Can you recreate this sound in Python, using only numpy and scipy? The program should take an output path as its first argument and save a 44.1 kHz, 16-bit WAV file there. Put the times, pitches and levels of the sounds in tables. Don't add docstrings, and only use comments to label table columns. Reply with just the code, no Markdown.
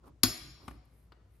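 import sys
import numpy as np
from scipy import signal
from scipy.fft import rfft, irfft
from scipy.io import wavfile
from scipy.ndimage import uniform_filter1d

SR = 44100
rng = np.random.default_rng(int(sys.argv[2]) if len(sys.argv) > 2 else 0)


def inscribe(sig):
    pcm = np.round(np.clip(np.atleast_2d(sig).T, -1, 1) * 32767)
    wavfile.write(sys.argv[1], SR, pcm.astype(np.int16))


N = 61739

# frequency in Hz, level in dB.
CRACK_SPECTRUM = [(60, -37), (300, -20), (600, -26), (1100, -14.5), (1800, -15), (3200, -13), (4100, -7.5),
                  (5000, -4), (6300, -14), (7500, -19), (9800, -6), (11400, 3), (13500, -13.5),
                  (15800, -22)]
# frequency in Hz, level in dB.
CHATTER_SPECTRUM = [(100, -32.5), (280, -29), (450, -32.5), (1100, -24), (1800, -26), (3300, -29.5),
                    (5000, -20), (6300, -30.5), (9200, -34.5), (11500, -18.5), (13500, -34), (15500, -41)]
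# pitch in Hz, level in dB, t60 in seconds.
BENDING_MODES = [(57.2, -40, 0.37), (108, -31.5, 0.23), (255.5, -22, 0.11), (282.5, -28.5, 0.05),
                 (327.5, -35, 0.23), (728.5, -40.5, 0.089), (996, -36, 0.06), (1111.6, -30, 0.065),
                 (1464, -34, 0.07)]
RING_PITCHES = [3331, 4030, 4168, 4364, 4987, 5058, 5498, 6758, 8115, 11015, 11146, 12812, 14555]
# level in dB, t60 in seconds, leftward pan in dB,
# phase between the channels in radians.
RING_VOICING = [(-37.5, 0.34, -0.5, 0.24), (-29.5, 0.063, 6, 0.27), (-35.5, 0.1, 1.5, 0.45),
                (-29.5, 0.21, 0.5, 0.53), (-29.5, 0.27, 2.5, 0.64), (-36.5, 0.074, 2.5, 2.3),
                (-37, 0.54, 3, 0.482), (-29.5, 0.23, -1.5, 1.2), (-33, 0.05, -0.5, 2.7),
                (-36, .12, 2.5, 0.91), (-37.5, 0.12, 2.5, 0.92), (-31.5, .13, -7, 0.83),
                (-35, .08, 3.5, 3.8)]
# start in seconds,
# level in dB, treble roll-off in Hz, t60 in seconds, leftward pan in dB.
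KNOCK_HITS = [(0.6797, -28.5, 4430, 0.044, 4.5), (0.6818, -17.5, 880, 0.019, 0.5),
              (0.7105, -33.5, 2150, 0.038, 2)]
TAP_HITS = [(1.1208, -44, 5730, 0.041, 4)]
# frequency in Hz, level in dB.
KNOCK_SPECTRUM = [(60, -3), (270, 8.5), (450, -9.5), (760, 1.5), (950, -4), (1170, 10.5), (1450, -6),
                  (2300, -5.5), (4800, -16), (6300, -15), (12500, -7), (14500, -24)]
TAP_SPECTRUM = [(150, 4), (500, 2), (1000, 1), (1400, 4.5), (2000, -5.5), (4800, -3), (5900, -24),
                (14000, -16)]
# centre in seconds, half width in seconds, level in dB.
SLIDE_STROKES = [(0.075, 0.014, -72.5), (0.69, 0.042, -69.5), (0.856, 0.0046, -74.5), (0.98, 0.061, -76.5),
                 (1.37, 0.055, -79.5)]
RUB_STROKES = [(0.068, 0.025, -46), (0.64, 0.044, -51.5)]
WOBBLE_STROKES = [(0.11, 0.04, -40.5), (0.29, 0.022, -27), (0.46, .06, -33.5), (0.715, 0.055, -33)]
# frequency in Hz, level in dB.
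SLIDE_SPECTRUM = [(300, -33), (2000, 6.5), (6000, -16), (9500, 4.5), (12800, 6), (14300, -22), (16000, -25)]
RUB_SPECTRUM = [(60, 7), (140, -4), (300, 4.5), (700, -2.5), (1150, 1), (1800, -23), (5000, -24),
                (14000, -40)]
WOBBLE_SPECTRUM = [(25, -16.5), (55, 13), (90, -2), (140, 1.5), (210, -11.5), (290, -3.5), (500, -23),
                   (1500, -49.5), (8000, -61)]
# frequency in Hz, leftward pan in dB.
CLACK_PAN = [(100, -0.5), (700, 7), (2400, 8.5), (4600, 19), (8000, 0), (15000, 6.5)]
# frequency in Hz, left-right correlation.
DIRECT_CORRELATION = [(200, 1), (1500, .75), (5000, 0.87), (11000, 0.065)]
ROOM_CORRELATION = [(100, .97), (300, .8), (700, 0.28), (3000, 0.38), (12000, 0.23)]
# frequency in Hz, level in dB, t60 in seconds.
REVERB_BANDS = [(100, -8.5, 0.21), (252, -15.5, 0.45), (591, -2, 0.57), (1120, -13, 1), (2100, -6, 0.78),
                (4674, -15, 0.98), (9100, -10.5, .47), (12200, -12.5, 0.52), (15100, -26.5, 0.24)]
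# frequency in Hz, level in dB.
ROOM_TONE_SPECTRUM = [(20, -51), (35, -46), (56, -35.5), (78, -39.5), (130, -46), (220, -53.5),
                      (500, -60.5), (1200, -68.5), (3000, -78.5), (6000, -80.5), (12000, -90), (16000, -99)]

CLACK_S, CLICK_DB, CRACK_T60_S, CHATTER_T60_S = 0.2338, 10, 0.014, 0.17
REBOUND_DELAY_S, REBOUND_CLICK_DB, SCRAPE_DB = 0.0013, 7, -1
TWIN_SHARP_RATIO, TWIN_DB = 1.0023, -9.5
RING_SEND_DB, KNOCK_SEND_DB, TAP_SEND_DB = 1, -2.5, 4
HUM_HZ, HUM_DB = 57.3, -58
LOW_CUT_HZ, TOP_STOP_HZ = 55, 16900


def from_db(db):
    return 10 ** (np.asarray(db) / 20)


def at_hz(table, hz, column=1):
    table = np.array(table, float)
    return np.interp(np.log(np.maximum(hz, 1)), np.log(table[:, 0]), table[:, column])


def pan(db):
    return from_db(np.array([[.5], [-.5]]) * db)


def since(start_s):
    return np.arange(N) / SR - start_s


def decay(start_s, t60):
    t = since(start_s)
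    return (t >= 0) * from_db(-60 * np.maximum(t, 0) / t60)


def bin_hz():
    return np.arange(N // 2 + 1) * SR / N


def equalise(x, gain):
    return irfft(rfft(x) * gain, N)


def noise(spectrum, correlation):
    mid, side = rfft(rng.standard_normal((2, N)))
    alike = np.clip(at_hz(correlation, bin_hz()), -1, 1)
    stereo = np.sqrt((1 + alike) / 2) * mid + np.sqrt((1 - alike) / 2) * side * np.array([[1], [-1]])
    return irfft(stereo * from_db(at_hz(spectrum, bin_hz())), N)


def mode(start_s, hz, db, t60, phase=0):
    return from_db(db) * decay(start_s, t60) * np.sin(2 * np.pi * hz * since(start_s) + phase)


def clack():
    rebound_s = CLACK_S + REBOUND_DELAY_S
    scrape = from_db(SCRAPE_DB) * decay(rebound_s, CRACK_T60_S) * noise(CRACK_SPECTRUM, DIRECT_CORRELATION)
    chatter = decay(CLACK_S, CHATTER_T60_S) * noise(CHATTER_SPECTRUM, DIRECT_CORRELATION)
    clicks = click(CLACK_S, CLICK_DB) + click(rebound_s, REBOUND_CLICK_DB)
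    placement = pan(at_hz(CLACK_PAN, bin_hz()))
    return equalise(clicks + scrape + chatter, placement) + plate_thud(CLACK_S, blow_db=0)


def click(start_s, db, left_lag_s=0.000023):
    cepstrum = irfft(np.log(from_db(at_hz(CRACK_SPECTRUM, bin_hz()))), N)
    cepstrum[1:] *= 2
    cepstrum[N // 2:] = 0
    arrival_s = np.round((start_s + np.array([[left_lag_s], [0]])) * SR) / SR
    return from_db(db) * irfft(np.exp(rfft(cepstrum) - 2j * np.pi * bin_hz() * arrival_s), N)


def plate_thud(start_s, blow_db, lag_s=0.0045):
    return pan(5) * sum(mode(start_s + lag_s, hz, db + blow_db, t60) for hz, db, t60 in BENDING_MODES)


def metal_ring():
    out = 0
    for hz, (db, t60, pan_db, phase) in zip(RING_PITCHES, RING_VOICING):
        phases = phase * np.array([[-.5], [.5]])
        partial = mode(CLACK_S, hz, db, t60, phases)
        twin = mode(CLACK_S, hz * TWIN_SHARP_RATIO, db + TWIN_DB, t60, phases)
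        out = out + pan(pan_db) * (partial + twin)
    return out


def soft_knocks(hits, spectrum):
    out = 0
    for start_s, db, dull_hz, t60, pan_db in hits:
        attack = 1 - np.exp(-np.maximum(since(start_s), 0) * dull_hz)
        burst = attack * decay(start_s, t60) * noise(spectrum, DIRECT_CORRELATION)
        lowpass = signal.butter(1, dull_hz, fs=SR)
        out = out + pan(pan_db) * from_db(db) * signal.lfilter(*lowpass, burst)
    return out


def friction(strokes, spectrum, rough_db):
    swell = sum(from_db(db) * np.exp(-.5 * (since(s) / half_s) ** 2) for s, half_s, db in strokes)
    grain = uniform_filter1d(rng.standard_normal(N), size=128)
    return swell * from_db(rough_db * grain / grain.std()) * noise(spectrum, ROOM_CORRELATION)


def reverb(send, predelay_s=0.0047):
    centres = np.geomspace(40, 16000, 18)
    diffuse, response = noise(REVERB_BANDS, ROOM_CORRELATION), 0
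    for hz, share in zip(centres, np.eye(len(centres))):
        band = equalise(diffuse, at_hz(np.c_[centres, share], bin_hz()))
        fall = decay(predelay_s, at_hz(REVERB_BANDS, hz, column=2))
        response = response + band * fall / np.linalg.norm(fall)
    mono = send.mean(axis=0, keepdims=True)
    return pan(3) * signal.fftconvolve(mono, response, axes=1)[:, :N]


def room_tone():
    hum = from_db(HUM_DB) * np.sin(2 * np.pi * (HUM_HZ * since(0) + rng.random()))
    return pan(2) * (noise(ROOM_TONE_SPECTRUM, ROOM_CORRELATION) + hum)


def scene():
    blow, metal, tap = clack(), metal_ring(), soft_knocks(TAP_HITS, TAP_SPECTRUM)
    flex = plate_thud(KNOCK_HITS[0][0], blow_db=-24.5)
    settling = soft_knocks(KNOCK_HITS, KNOCK_SPECTRUM) + flex
    tail = reverb(blow + from_db(RING_SEND_DB) * metal
                  + from_db(KNOCK_SEND_DB) * settling + from_db(TAP_SEND_DB) * tap)
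    slides = friction(SLIDE_STROKES, SLIDE_SPECTRUM, rough_db=2.5)
    rubs = friction(RUB_STROKES, RUB_SPECTRUM, rough_db=2.5)
    wobbles = friction(WOBBLE_STROKES, WOBBLE_SPECTRUM, rough_db=0.36)
    return blow + metal + settling + tap + tail + slides + rubs + wobbles + room_tone()


def record(dry):
    low_cut = signal.butter(2, LOW_CUT_HZ, "high", fs=SR, output="sos")
    top_cut = signal.cheby2(14, 70, TOP_STOP_HZ, fs=SR, output="sos")
    rounded = np.tanh(signal.sosfilt(low_cut, dry))
    return signal.sosfilt(top_cut, rounded)


dry = scene()
out = record(dry)
inscribe(out)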